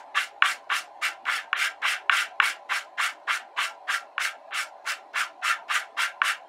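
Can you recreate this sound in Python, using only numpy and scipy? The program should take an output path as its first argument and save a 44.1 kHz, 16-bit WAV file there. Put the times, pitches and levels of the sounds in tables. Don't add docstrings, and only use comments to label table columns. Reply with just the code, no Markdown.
import sys
import numpy as np
from scipy import signal
from scipy.fft import rfft, irfft
from scipy.io import wavfile
from scipy.ndimage import uniform_filter1d

SR = 44100
rng = np.random.default_rng(int(sys.argv[2]) if len(sys.argv) > 2 else 0)


def boost(x):
    u = np.asarray(x, float) / 20
    return 10 ** u


def store_wav(level_fs):
    pcm = np.round(np.clip(np.atleast_2d(level_fs), -1, 1) * 32767)
    wavfile.write(sys.argv[1], SR, pcm.T.astype(np.int16))


N = 285768


def level(x, db):
    return x * boost(db) / np.sqrt(np.mean(x ** 2))


def colour(x, points):
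    hz, db = np.transpose(points)
    axis = np.maximum(np.arange(len(x) // 2 + 1) * SR / len(x), 1)
    gain_db = np.interp(np.log(axis), np.log(hz), db)
    return irfft(rfft(x) * boost(gain_db), len(x))


def walk(rate):
    hold = int(SR / rate)
    steps = np.repeat(rng.standard_normal(N // hold + 1), hold)
    return 1.55 * uniform_filter1d(uniform_filter1d(steps, hold), hold)[:N]


def mottle(x, db, size, hold):
    spec = signal.stft(x, nperseg=size)[2]
    field = uniform_filter1d(rng.standard_normal(spec.shape), hold, axis=1)
    field = uniform_filter1d(field, 2, axis=0)
    patchy = spec * boost(db * field / np.std(field))
    return level(signal.istft(patchy, nperseg=size)[1][:N], 0)


def resonate(x, modes):
    out = 0
    for hz, width, db in modes:
        b, a = signal.iirpeak(hz, hz / width, SR)
        twice = signal.lfilter(b, a, signal.lfilter(b, a, x))
        out = out + level(twice, db)
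    return out


def bell(x, centre, width):
    return np.exp(-((x - centre) / width) ** 2 / 2)


# (f/Hz, level/dB)
AIR_SPECTRUM = [(40, -60.5), (110, -38), (240, -24), (300, -16.5), (530, -15), (560, -9), (790, -1),
                (1030, -6.5), (1110, -17.5), (2400, -27), (4700, -39.5), (6500, -43.5), (11000, -52.5),
                (16000, -67)]
# (f/Hz, width/Hz, level/dB)
DUCT_MODES = [(667.2, 29, -57.5), (738.4, 27, -56), (798.5, 20, -57), (866, 56, -81.5), (1017, 49, -60),
              (4140, 500, -78.5), (8080, 310, -103)]
# (t/s, drone level/dB, rumble level/dB)
DUCT_DRIFT = [
    (0.0, -48.5, -78),
    (2.29, -49, -73.5),
    (2.56, -48.5, -104),
    (2.99, -49, -88),
    (3.9, -49.5, -84.5),
    (4.389, -49, -104),
    (4.76, -49, -83),
    (5.38, -49.5, -91),
    (5.68, -48.5, -81),
    (6.48, -49, -86),
]
# (f/Hz, level/dB)
FAN_TONES = [(91.5, -74.5), (577, -58.5)]


def ventilation():
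    t = np.arange(N) / SR
    s, drone_db, rumble_db = np.transpose(DUCT_DRIFT)
    swell = boost(np.interp(t, s, drone_db - np.mean(drone_db)))
    rumble = boost(np.interp(t, s, rumble_db - np.max(rumble_db)))
    patchy_air = mottle(rng.standard_normal(N), 4.04, size=1024, hold=4)
    air = level(colour(patchy_air, AIR_SPECTRUM), -49.5)
    duct = resonate(rng.standard_normal(N), DUCT_MODES)
    tones = []
    for hz, db in FAN_TONES:
        phase = 2 * np.pi * np.cumsum(hz + 0.4 * walk(5)) / SR
        tones.append(boost(db + 0.7 * walk(6)) * np.sin(phase))
    shaft, blade = tones
    return swell * (air + duct + blade) + rumble * shaft


def grit(spread_db, flicker_db, rate):
    size = boost(spread_db * rng.exponential(1, N))
    return level(rng.standard_normal(N) * size * boost(flicker_db * walk(rate)), 0)


def sweep(age, rise_s, length_s, swell_db, fall_db_per_s, knee_s):
    rise = (1 - np.exp(-age / rise_s)) / (1 - np.exp(-length_s / rise_s))
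    slant_db = swell_db * (np.minimum(age / length_s, 1) - 1)
    fall_db = fall_db_per_s * knee_s * np.logaddexp(0, (age - length_s) / knee_s)
    return rise ** 2 * boost(slant_db - fall_db)


def contact_span(s):
    at = slice(max(int(s * SR), 0), min(int(s * SR) + SR // 2, N))
    return at, np.maximum(np.arange(N)[at] / SR - s, 0)


# (t/s, contact/s, lift-off level/dB, swell over the contact/dB, early low modes over pressure/dB)
STROKES = [(-0.16, 0.097, -28.0, 5, -4.0), (0.139, 0.068, -29, -1, -9.5), (0.42, 0.075, -27.5, 2.5, -6),
           (0.689, 0.073, -26.6, 4.2, -5), (1.008, 0.046, -24, 10.5, -11), (1.25, 0.13, -30, -2, -8.2),
           (1.537, 0.11, -25, 8, -13), (1.813, 0.12, -28, -0.9, -9.5), (2.101, 0.12, -28, -2.5, -10.5),
           (2.402, 0.083, -28, 0, -5.5), (2.686, 0.078, -29, 1, -6), (2.969, 0.088, -27, 5.1, -6.8),
           (3.267, 0.088, -30, -3, -5), (3.558, 0.08, -28, 3.5, -3.4), (3.867, 0.074, -25, 9, -9.5),
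           (4.184, 0.077, -28.5, 2.5, -13), (4.505, 0.09, -28.3, 9, -7.5),
           (4.841, 0.064, -27.5, 15.5, -9.5), (5.128, 0.078, -23.5, 12.5, -6.5),
           (5.411, 0.087, -21.5, 16.5, -8.5), (5.675, 0.085, -21.5, 16.5, -8.5), (5.962, 0.077, -26, 3, -5),
           (6.214, 0.076, -23, 13.5, -9.5)]
# (t/s, speed-up/s, slide/s, hiss level at top speed/dB, upper modes over pressure/dB)
SLIDES = [(-0.15, 0.02, 0.095, -35.5, -2), (0.145, 0.013, 0.096, -40.5, 3.5),
          (0.428, 0.015, 0.099, -38.5, 2), (0.691, 0.081, 0.09, -34.5, 1.5),
          (1.011, 0.012, 0.07, -37.5, 1.5), (1.243, 0.093, 0.13, -38, -1.7),
          (1.555, 0.023, 0.11, -37.5, 0.8), (1.812, 0.096, 0.11, -35.5, 0),
          (2.105, 0.017, 0.12, -37.5, 0.9), (2.409, 0.017, 0.095, -37, 1.5),
          (2.678, 0.087, 0.097, -36.5, 1.5), (2.968, 0.055, 0.099, -35, 1.4), (3.264, 0.046, 0.093, -38, 0),
          (3.556, 0.083, 0.093, -36, 2), (3.867, 0.073, 0.083, -36.5, -1),
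          (4.181, 0.047, 0.079, -34.5, 1.5), (4.529, 0.016, 0.1, -39, 1.0),
          (4.845, 0.046, 0.066, -35.5, 0.6), (5.136, 0.06, 0.075, -35, -1.3),
          (5.42, 0.032, 0.091, -35.5, -1.5), (5.677, 0.12, 0.089, -34, -0.8),
          (5.962, 0.043, 0.082, -34.5, 1.0), (6.226, 0.019, 0.083, -35.5, 0.4)]
# (t/s, depth 0-1.5)
BITES = [(0.17, 1.13), (0.448, 0.5), (0.72, 1.16), (1.037, 0.25), (1.283, 1.15), (1.555, 0.91),
         (1.849, 1.13), (2.127, 0.66), (2.429, 0.9), (2.717, 1.2), (3.0, 1.08), (3.299, 1.15),
         (3.588, 0.96), (3.896, 1.03), (4.208, 1), (4.533, 0.4), (4.872, 1.03), (5.159, 0.72),
         (5.447, 0.86), (5.707, 1.31), (5.992, 0.8), (6.244, 0.97)]


def pressure():
    t, out = np.arange(N) / SR, np.zeros((3, N))
    bite = sum(depth * bell(t, s, 0.0069) for s, depth in BITES)
    bite_db = 10, 4.5, 2
    fastest_db = -1, -2.5, 2
    for (s, length, db, swell_db, low_db), (*_, upper_db) in zip(STROKES, SLIDES):
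        at, age = contact_span(s)
        low = low_db - 6.5 + 12.5 * np.exp(-age / 0.045)
        upper = upper_db - 0.44 - 7 * np.exp(-age / 0.012)
        tilt = np.array([low, 0 * age, upper])
        tilt = tilt + np.outer(fastest_db, bell(age / length, 0.65, 0.14))
        press = sweep(age, 0.0077, length, swell_db, fall_db_per_s=339.5, knee_s=0.0067)
        out[:, at] += boost(db + tilt) * press
    return out * boost(np.outer(bite_db, bite))


def speed():
    out = np.zeros((2, N))
    for s, rise_s, length, db, _ in SLIDES:
        at, age = contact_span(s)
        off_db = -2.5 * (1 + np.tanh((age - length - 0.015) / 0.004)) / 2
        slide = sweep(age, max(rise_s, 0.003), length, 0, fall_db_per_s=400, knee_s=0.011)
        hiss = boost(db + off_db) * slide
        dust_late_db = -4 * bell(age, 0, 0.012)
        out[:, at] += hiss, hiss * boost(dust_late_db)
    return out


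# (delay t/s, level/dB)
ECHOES = [
    (.0036, -23.5),
    (.0064, -14.5),
    (0.013, -18),
]


def desk(modes, swell_s=0.00031):
    t = np.arange(SR // 10) / SR
    ring = np.zeros(len(t))
    for k, (hz, db, t60) in enumerate(modes):
        ring += (-1) ** k * boost(db - 60 * t / t60) * np.sin(2 * np.pi * hz * t)
    ring *= (1 - np.exp(-t / swell_s)) ** 2
    out = ring.copy()
    for delay, db in ECHOES:
        lag = int(delay * SR)
        out[lag:] += boost(db) * ring[:-lag]
    return out / np.sqrt(np.sum(out ** 2))


# (f/Hz, level/dB, t60/s)
DESK_MODES = [(1030, -13.5, 0.011), (1171, -10.5, 0.053), (1276, 0.5, 0.021), (1368, -3.5, 0.063),
              (1488, 0, 0.037), (1593, -2, 0.047), (1788, 3, 0.022), (1933, -10.5, 0.028),
              (2107, -3.5, 0.046), (2101, -5.5, 0.046), (2206, -7.5, 0.021), (2372, -7, 0.017),
              (2711, -4.5, 0.015), (2953, -9.5, 0.016), (3195, -11, 0.022), (3530, -10.5, 0.011),
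              (3950, -9.5, 0.0063)]
# (f/Hz, level/dB per Hz)
SHEET_BODY = [(59, -75), (100, -29), (450, -11.5), (646, -4.5), (956, 4.5), (1010, 8.5), (1100, 3),
              (1430, -30), (2420, -120)]
# (f/Hz, level/dB per Hz)
FIBRE_HISS = [(2500, -21), (3800, 4.5), (5000, 6.5), (7500, 0.5), (9000, -30.5), (12000, -46)]
# (f/Hz, width/Hz, level/dB)
STICK_MODES = [(4410, 280, 2.5), (5046, 110, 0.5), (5450, 56, 7.5), (6670, 200, -5.5), (7180, 180, 4),
               (7950, 200, -1), (8790, 300, -36), (9880, 230, -6), (11000, 370, -9.5)]
# (f/Hz, level/dB per Hz)
DUST_HISS = [(6000, -24), (8500, 2), (10000, -2.5), (12500, -9), (15000, -15.5), (16500, -19)]


def strokes():
    low, middle, upper = pressure()
    fibre, late = speed()
    dust = late * (fibre / boost(-41.5)) ** 0.23
    rub = mottle(grit(2.1, 0.76, 150), 2.05, size=512, hold=5)
    out = signal.fftconvolve(low * rub, desk(DESK_MODES[:2]))[:N]
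    out += signal.fftconvolve(middle * boost(0.25) * rub, desk(DESK_MODES[2:7]))[:N]
    out += signal.fftconvolve(upper * boost(-1.15) * rub, desk(DESK_MODES[7:]))[:N]
    out = colour(out, [(700, -14), (1000, 4.0), (1090, 0.5), (1200, -1.0)])
    out += low * level(colour(grit(2.1, 1.03, 60), SHEET_BODY), -11)
    slips = mottle(grit(0.93, 1.0, 200), 2.86, size=512, hold=3)
    out += fibre * level(colour(slips, FIBRE_HISS), -0.8)
    out += fibre * level(resonate(slips, STICK_MODES), -10)
    return out + dust * level(colour(slips, DUST_HISS), -5)


# (t/s, peak level/dB)
TOUCHES = [(0.421, -44), (0.6414, -67), (0.6937, -57), (1.253, -52), (1.529, -49), (1.819, -50.5),
           (2.096, -47), (2.4, -46), (3.2007, -68), (4.18, -54), (4.4894, -72), (4.8442, -60),
           (5.1346, -56), (5.3294, -70), (5.683, -55), (6.217, -46)]


def touches(decay_s=0.0036):
    t, out = np.arange(SR // 50) / SR, np.zeros(N)
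    brushes = [(row[0] + 0.0043, -63.5) for row in STROKES[1:]]
    for s, db in list(TOUCHES) + brushes:
        at = int(s * SR)
        out[at:at + len(t)] += boost(db + 5) * rng.standard_normal(len(t)) * np.exp(-t / decay_s)
    return colour(out, [(500, 4), (1500, 3), (5000, 5), (11000, -16), (16000, -16)])


# (t/s, peak level/dB, brightness/dB per octave)
TAPS = [
    (0.4229, -1.5, 0.5),
    (0.7013, -15.5, -3),
    (1.2544, -28, 9),
    (1.53, -7.5, -1.5),
    (2.096, -3, 0.3),
    (2.4008, -2, -1.2),
    (4.1804, -11.5, -2),
    (4.509, -37, -2),
    (6.2172, -4.5, -4.5),
]
# (f/Hz, level/dB, t60/s)
KNOCK_MODES = [(1110, -5.7, .028), (1390, -18.2, .026), (1480, 5, .015), (1600, -6, .023),
               (1800, -12.4, .05), (1870, -17.4, .05), (2280, -2.3, .013), (2360, -4.7, .01),
               (2540, -11.4, .021), (2830, .9, .01), (3400, -14.6, .018), (3930, -23.6, .017),
               (5450, -40, .008), (7100, -44, .007)]


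def taps():
    out = np.zeros(N + SR)
    hz, mode_db, t60 = np.transpose(KNOCK_MODES)[:, :, None]
    travel_s = 0.00182 * np.sqrt(1500 / hz)
    t = np.maximum(np.arange(SR // 10) / SR - travel_s, 0)
    for s, db, bright_db in TAPS:
        gain = boost(mode_db + bright_db * np.log2(hz / 1500) - 60 * t / t60)
        swell = 1 - np.exp(-t / 0.00124)
        blow = np.sum(gain * np.sin(2 * np.pi * hz * t) * swell, axis=0)
        at = int((s - 0.002) * SR)
        out[at:at + len(blow)] += boost(db) * blow / np.max(np.abs(blow))
    return signal.lfilter(*signal.butter(2, 750, "high", fs=SR), out[:N])


def room(x, t60_s=0.16, tail_db=-19):
    t = np.arange(SR // 2) / SR
    build_up = np.clip(t / 0.031, 0, 1)
    tail = rng.standard_normal(len(t)) * boost(-60 * t / t60_s) * build_up
    tail = colour(tail, [(500, 0.0), (3000, -5), (7000, -10), (12000, -23)])
    return signal.fftconvolve(x, boost(tail_db) * tail / np.sqrt(np.sum(tail ** 2)))[:N]


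def scene():
    pastel = strokes() + touches() + taps()
    return (ventilation() + pastel + room(pastel))[None]


def roll_off(x):
    return signal.sosfilt(signal.butter(12, 16130, fs=SR, output="sos"), x)


# (f/Hz, level/dB)
MICROPHONE = [(30, -9.5), (100, -6), (250, -0.5), (15700, 1), (16100, -30)]


def record(dry):
    mix = colour(dry[0], MICROPHONE)[None]
    return roll_off(mix)


dry = scene()
out = record(dry)
store_wav(out)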